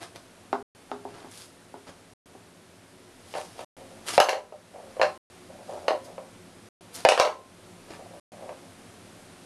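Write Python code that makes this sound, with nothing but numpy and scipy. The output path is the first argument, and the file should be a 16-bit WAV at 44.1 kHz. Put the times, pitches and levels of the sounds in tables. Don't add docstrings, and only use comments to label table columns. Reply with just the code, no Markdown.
import sys
import numpy as np
from scipy import signal
from scipy.fft import rfft, irfft, next_fast_len
from scipy.io import wavfile

SR = 44100
rng = np.random.default_rng(int(sys.argv[2]) if len(sys.argv) > 2 else 0)


def wav_out(sig):
    wavfile.write(sys.argv[1], SR, np.round(np.clip(np.atleast_2d(sig).T, -1, 1) * 32767).astype(np.int16))


N = 416744
TIME = np.arange(N) / SR


def from_db(db):
    return 10 ** (np.asarray(db) / 20)


def rms_one(x):
    return x / np.sqrt(np.mean(x ** 2) + 1e-20)


def at_hz(points, hz):
    known_hz, values = np.transpose(points)
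    return np.interp(np.log(np.maximum(hz, 1)), np.log(known_hz), values)


def cut(x, hz, kind, order=2):
    return signal.sosfilt(signal.butter(order, hz, kind, fs=SR, output="sos"), x)


def coloured_noise(spectrum, size, tilt_db=0):
    hz = np.arange(size // 2 + 1) * SR / size
    tilt = tilt_db * np.log2(np.maximum(hz, 1))
    gain = from_db(at_hz(spectrum, hz) + tilt)
    return rms_one(irfft(rfft(rng.standard_normal(size)) * gain, size))


def ring(force, modes):
    out = np.zeros(N)
    for k, (hz, db, t60) in enumerate(modes):
        decay = from_db(-60 / (t60 * SR))
        turn = 2 * np.pi * hz / SR
        resonator = [1, -2 * decay * np.cos(turn), decay * decay]
        mode = signal.lfilter([0, np.sin(turn)], resonator, force + 1e-18)
        out += (-1) ** k * from_db(db) * mode
    return out


# [hz, level_db per Hz]
ROOM_COLOUR = [(100, 7.5), (400, -6), (700, -1), (1500, 6), (3000, -6), (6000, 7), (11000, 1.5)]
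# [hz, t60_s]
ROOM_DECAY = [(100, 0.77), (600, 0.21), (2500, 0.23), (6000, 0.22), (12000, 0.3)]


def room(count, wet_db, build_s=0.001, size=16384):
    age, paths = TIME[:size], np.zeros((count, size))
    edges_hz = np.geomspace(110, 14080, 8)
    for low, high in zip(edges_hz, edges_hz[1:]):
        centre_hz = np.sqrt(low * high)
        decay = from_db(-60 * age / at_hz(ROOM_DECAY, centre_hz))
        envelope = decay * (1 - np.exp(-(age / build_s) ** 2))
        band = cut(rng.standard_normal((count, size)), [low, high], "band")
        gain = from_db(wet_db + at_hz(ROOM_COLOUR, centre_hz))
        paths += gain * band * envelope / np.linalg.norm(envelope)
    paths[:, 0] = 1
    return paths


def contacts(rows, wet_db, crunch_db, crunch_s=0.0021, crunch_hz=1500, size=1024):
    force = np.zeros(N)
    for (start_s, db, hardness_hz), path in zip(rows, room(len(rows), wet_db)):
        age = 2 * np.pi * hardness_hz * TIME[:size]
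        pulse = age * np.exp(-age)
        grit = cut(rng.standard_normal(size), crunch_hz, "high")
        crust = from_db(crunch_db) * grit * np.exp(-TIME[:size] / crunch_s)
        crunchy_pulse = pulse + np.convolve(pulse, crust)[:size]
        blow = signal.fftconvolve(crunchy_pulse, path) / pulse.sum()
        at = round(start_s * SR)
        force[at:at + len(blow)] += from_db(db) * blow
    return force


# [hz, level_db per Hz]
BACKGROUND_COLOUR = [(15, -59.5), (25, 5), (48, -23.5), (109, 3), (145, -17), (269, 1.5), (298, -4.5),
                     (358, -4), (513, -4), (631, -5), (718, -5.5), (797, -8.5), (7350, -20.5),
                     (9510, -18.5), (12000, -24.5), (15600, -70.5), (22000, -120)]
# [time_s, noise_db, drone_db]
BACKGROUND_LEVELS = [(0, -53.5, -59.5), (2.8, -54.5, -59), (4, -50.5, -55.5), (6.501, -52.5, -54),
                     (9.4, -50.5, -55)]
# [pitch_hz, level_db, t60_s]
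DRONE_MODES = [(86, -2.5, 0.2), (110, -6.5, 0.36), (173.2, 0, 0.22), (217, -11, 1), (255.2, -11, 0.5),
               (364.3, -0.5, 0.19)]


def background():
    time_s, noise_db, drone_db = np.transpose(BACKGROUND_LEVELS)
    noise = coloured_noise(BACKGROUND_COLOUR, next_fast_len(N))[:N]
    drone = rms_one(cut(ring(rng.standard_normal(N), DRONE_MODES), 58, "high"))
    noise_gain = from_db(np.interp(TIME, time_s, noise_db))
    drone_gain = from_db(np.interp(TIME, time_s, drone_db))
    return noise_gain * noise + drone_gain * drone


# [start_s, strength_db, hardness_hz]
BUMPS = [(.529, -8.5, 1750), (.897, -37, 990), (.9155, -16, 1806), (1.052, -16, 646), (1.245, -25, 700),
         (1.741, -21.5, 750), (2.351, -21, 298)]
# [pitch_hz, level_db, t60_s]
BOX_MODES = [(505, 5, 0.0029), (820, 3.5, 0.0092), (1150, -7, 0.013), (1520, -10, 0.006), (2390, -36, .006),
             (3800, 11.5, 0.00022), (252.7, -25, 0.21), (408.3, -17.5, 0.23), (684, -29.5, .2)]


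def box(lowest_hz=200):
    force = contacts(BUMPS, wet_db=-3.0, crunch_db=-19.0)
    return cut(ring(force, BOX_MODES), lowest_hz, "high", order=4)


# [peak_s, length_s, level_db before the grain, tilt_db per octave]
BRUSHES = [(0.031, 0.041, -43, -3), (0.162, 0.023, -48, -3.5), (1.18, 0.23, -52, -5),
           (1.381, 0.16, -51.5, 2), (1.887, .034, -43, -4.5), (3.378, 0.083, -47, -2),
           (3.391, 0.3, -55, 0.5), (3.601, 0.074, -51, -2), (4.093, 0.047, -33, -.5),
           (4.144, 0.041, -34.5, -.5), (5.749, 0.24, -59, -1), (6.052, 0.031, -54, 4),
           (6.954, .03, -39.5, 5), (6.989, 0.1, -47, -1), (7.925, 0.079, -47.5, -4.5)]
# [hz, level_db per Hz]
BRUSH_COLOUR = [(40, -35.5), (100, -26), (300, -3), (700, -1.5), (1500, -4.5), (2800, -3.5), (5000, -4),
                (7500, -8), (10000, -6), (12500, -14.5)]
BRUSH_RISE_SHARE = 0.52


def brushing(grain_db=4.5, grain_hz=300, size=32768):
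    out = np.zeros(N)
    for peak_s, length, db, tilt_db in BRUSHES:
        at = max(0, round(peak_s * SR) - size // 2)
        since = TIME[at:at + size] - peak_s
        width = length * np.where(since < 0, BRUSH_RISE_SHARE, 1 - BRUSH_RISE_SHARE)
        swell = np.exp(-(since / width) ** 2)
        out[at:at + size] += from_db(db) * swell * coloured_noise(BRUSH_COLOUR, size, tilt_db)
    grain = rms_one(cut(rng.standard_normal(N), grain_hz, "low"))
    return out * from_db(grain_db * grain)


# [pitch_hz, level_db, t60_s]
BOARD_MODES = [(607.2, -0.5, 0.028), (710, -15.5, 0.01), (843, -4, 0.011), (1810, -7, 0.0071),
               (2160, -2.5, 0.0048), (2913, -2.5, 0.0047), (3470, -5, 0.0038), (4500, 0, 0.0017),
               (6040, -1, 0.0016), (10970, 3, 0.00027), (534.3, -22.5, 0.24), (603.2, -11, 0.15),
               (701, -25.5, 0.14), (765.6, -16.5, 0.14), (812, -36.5, 0.33), (991, -39, 0.33),
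               (1050, -41.5, 0.48), (1320, -40.5, 0.31)]


def boards(force, lowest_hz=420):
    return cut(ring(force, BOARD_MODES), lowest_hz, "high", order=4)


# [start_s, length_s up to the release, relative level_db]
PULLS = [(3.555, 0.056, -41.5), (3.755, .07, -44), (3.884, .1, -47.5), (4.731, 0.071, -36.5),
         (4.829, 0.064, -46), (5.48, .13, -45), (5.675, .11, -34), (5.8, 0.092, -38), (6.04, 0.091, -41),
         (7.98, 0.075, -43.5), (8.091, 0.094, -45.5), (8.312, 0.049, -43.5), (8.382, .14, -41),
         (8.55, 0.12, -51.5)]
PULL_ATTACK_S, PULL_RELEASE_S = 0.024, .04


def pressure():
    out = np.zeros(N)
    for start, length, db in PULLS:
        attack = np.clip((TIME - start) / PULL_ATTACK_S, 0, 1)
        release = np.clip(1 - (TIME - start - length) / PULL_RELEASE_S, 0, 1)
        out += from_db(db) * attack * release
    return out


def scraping(slips_per_s=180, spread_db=2.5, soft_hz=600, level_db=-4.0):
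    sizes = from_db(spread_db * np.minimum(rng.exponential(1, N), 3))
    signs = rng.choice([-1, 1], N)
    slips = sizes * signs * (rng.random(N) < slips_per_s / SR)
    rubbing = rms_one(boards(cut(slips, soft_hz, "low")))
    return from_db(level_db) * pressure() * rubbing


# [start_s, strength_db, hardness_hz]
KNOCKS = [(3.339, -22, 2500), (3.352, -13.5, 1090), (3.383, -15.5, 900), (3.592, -24, 1400),
          (4.1788, 8, 1620), (4.2012, 9, 5240), (4.2137, -0.5, 3000), (4.2867, -0.5, 2520),
          (4.2922, -5, 8050), (4.330, -2.5, 1410), (4.368, -9, 700), (4.523, -17, 690), (4.967, -17, 500),
          (4.9962, -6, 700), (5.0148, -4, 2400), (5.028, -10, 2500), (5.700, -23, 655),
          (5.8815, -5.5, 2400), (5.9065, 2.5, 444), (6.180, -16.5, 640), (7.0503, 8.5, 1720),
          (7.088, 3.5, 6400), (7.1203, 1, 2500), (7.1765, -3.5, 3060), (7.1925, -9, 4000),
          (7.1985, 3.5, 4440), (7.2135, -4, 1800), (7.2502, -3.5, 2500), (7.274, -4.5, 1000),
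          (7.295, -15.5, 900), (7.992, -27.5, 600), (8.424, -26.5, 643), (8.465, -29, 600),
          (8.492, -18.5, 800)]


def knocking():
    return boards(contacts(KNOCKS, wet_db=-1.5, crunch_db=-14.5))


def scene():
    friction = scraping() + brushing()
    friction_in_room = signal.fftconvolve(friction, room(count=1, wet_db=-4.0)[0])[:N]
    sound = knocking() + box() + friction_in_room + background()
    return np.array([sound, sound])


def gain_control(x, threshold_db=-2.0, most_db=12.0, release_db_per_s=17.0, attack_s=0.0016):
    peak_db = 20 * np.log10(np.abs(x).max(axis=0) + 1e-9)
    excess_db = np.clip(peak_db - threshold_db, 0, most_db)
    recovery_db = release_db_per_s * TIME
    held_db = np.maximum.accumulate(excess_db + recovery_db) - recovery_db
    smooth = np.exp(-1 / (attack_s * SR))
    reduction_db = signal.lfilter([1 - smooth], [1, -smooth], held_db)
    return x * from_db(-reduction_db)


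# [from_s, to_s]
DROPOUTS = [(.627, .749), (2.136, 2.258), (3.646, 3.767), (5.177, 5.3), (6.688, 6.809), (8.198, 8.319)]
CUTOFF_HZ = 12050


def record(dry, ceiling=0.56, coupling_hz=45):
    overloaded = np.clip(gain_control(dry), -ceiling, ceiling)
    sound = cut(overloaded, coupling_hz, "high", order=1)
    live = ~np.any([(TIME > start) & (TIME < end) for start, end in DROPOUTS], axis=0)
    top_cut = signal.ellip(10, .2, 80, CUTOFF_HZ, fs=SR, output="sos")
    return signal.sosfilt(top_cut, sound * live)


dry = scene()
out = record(dry)
wav_out(out)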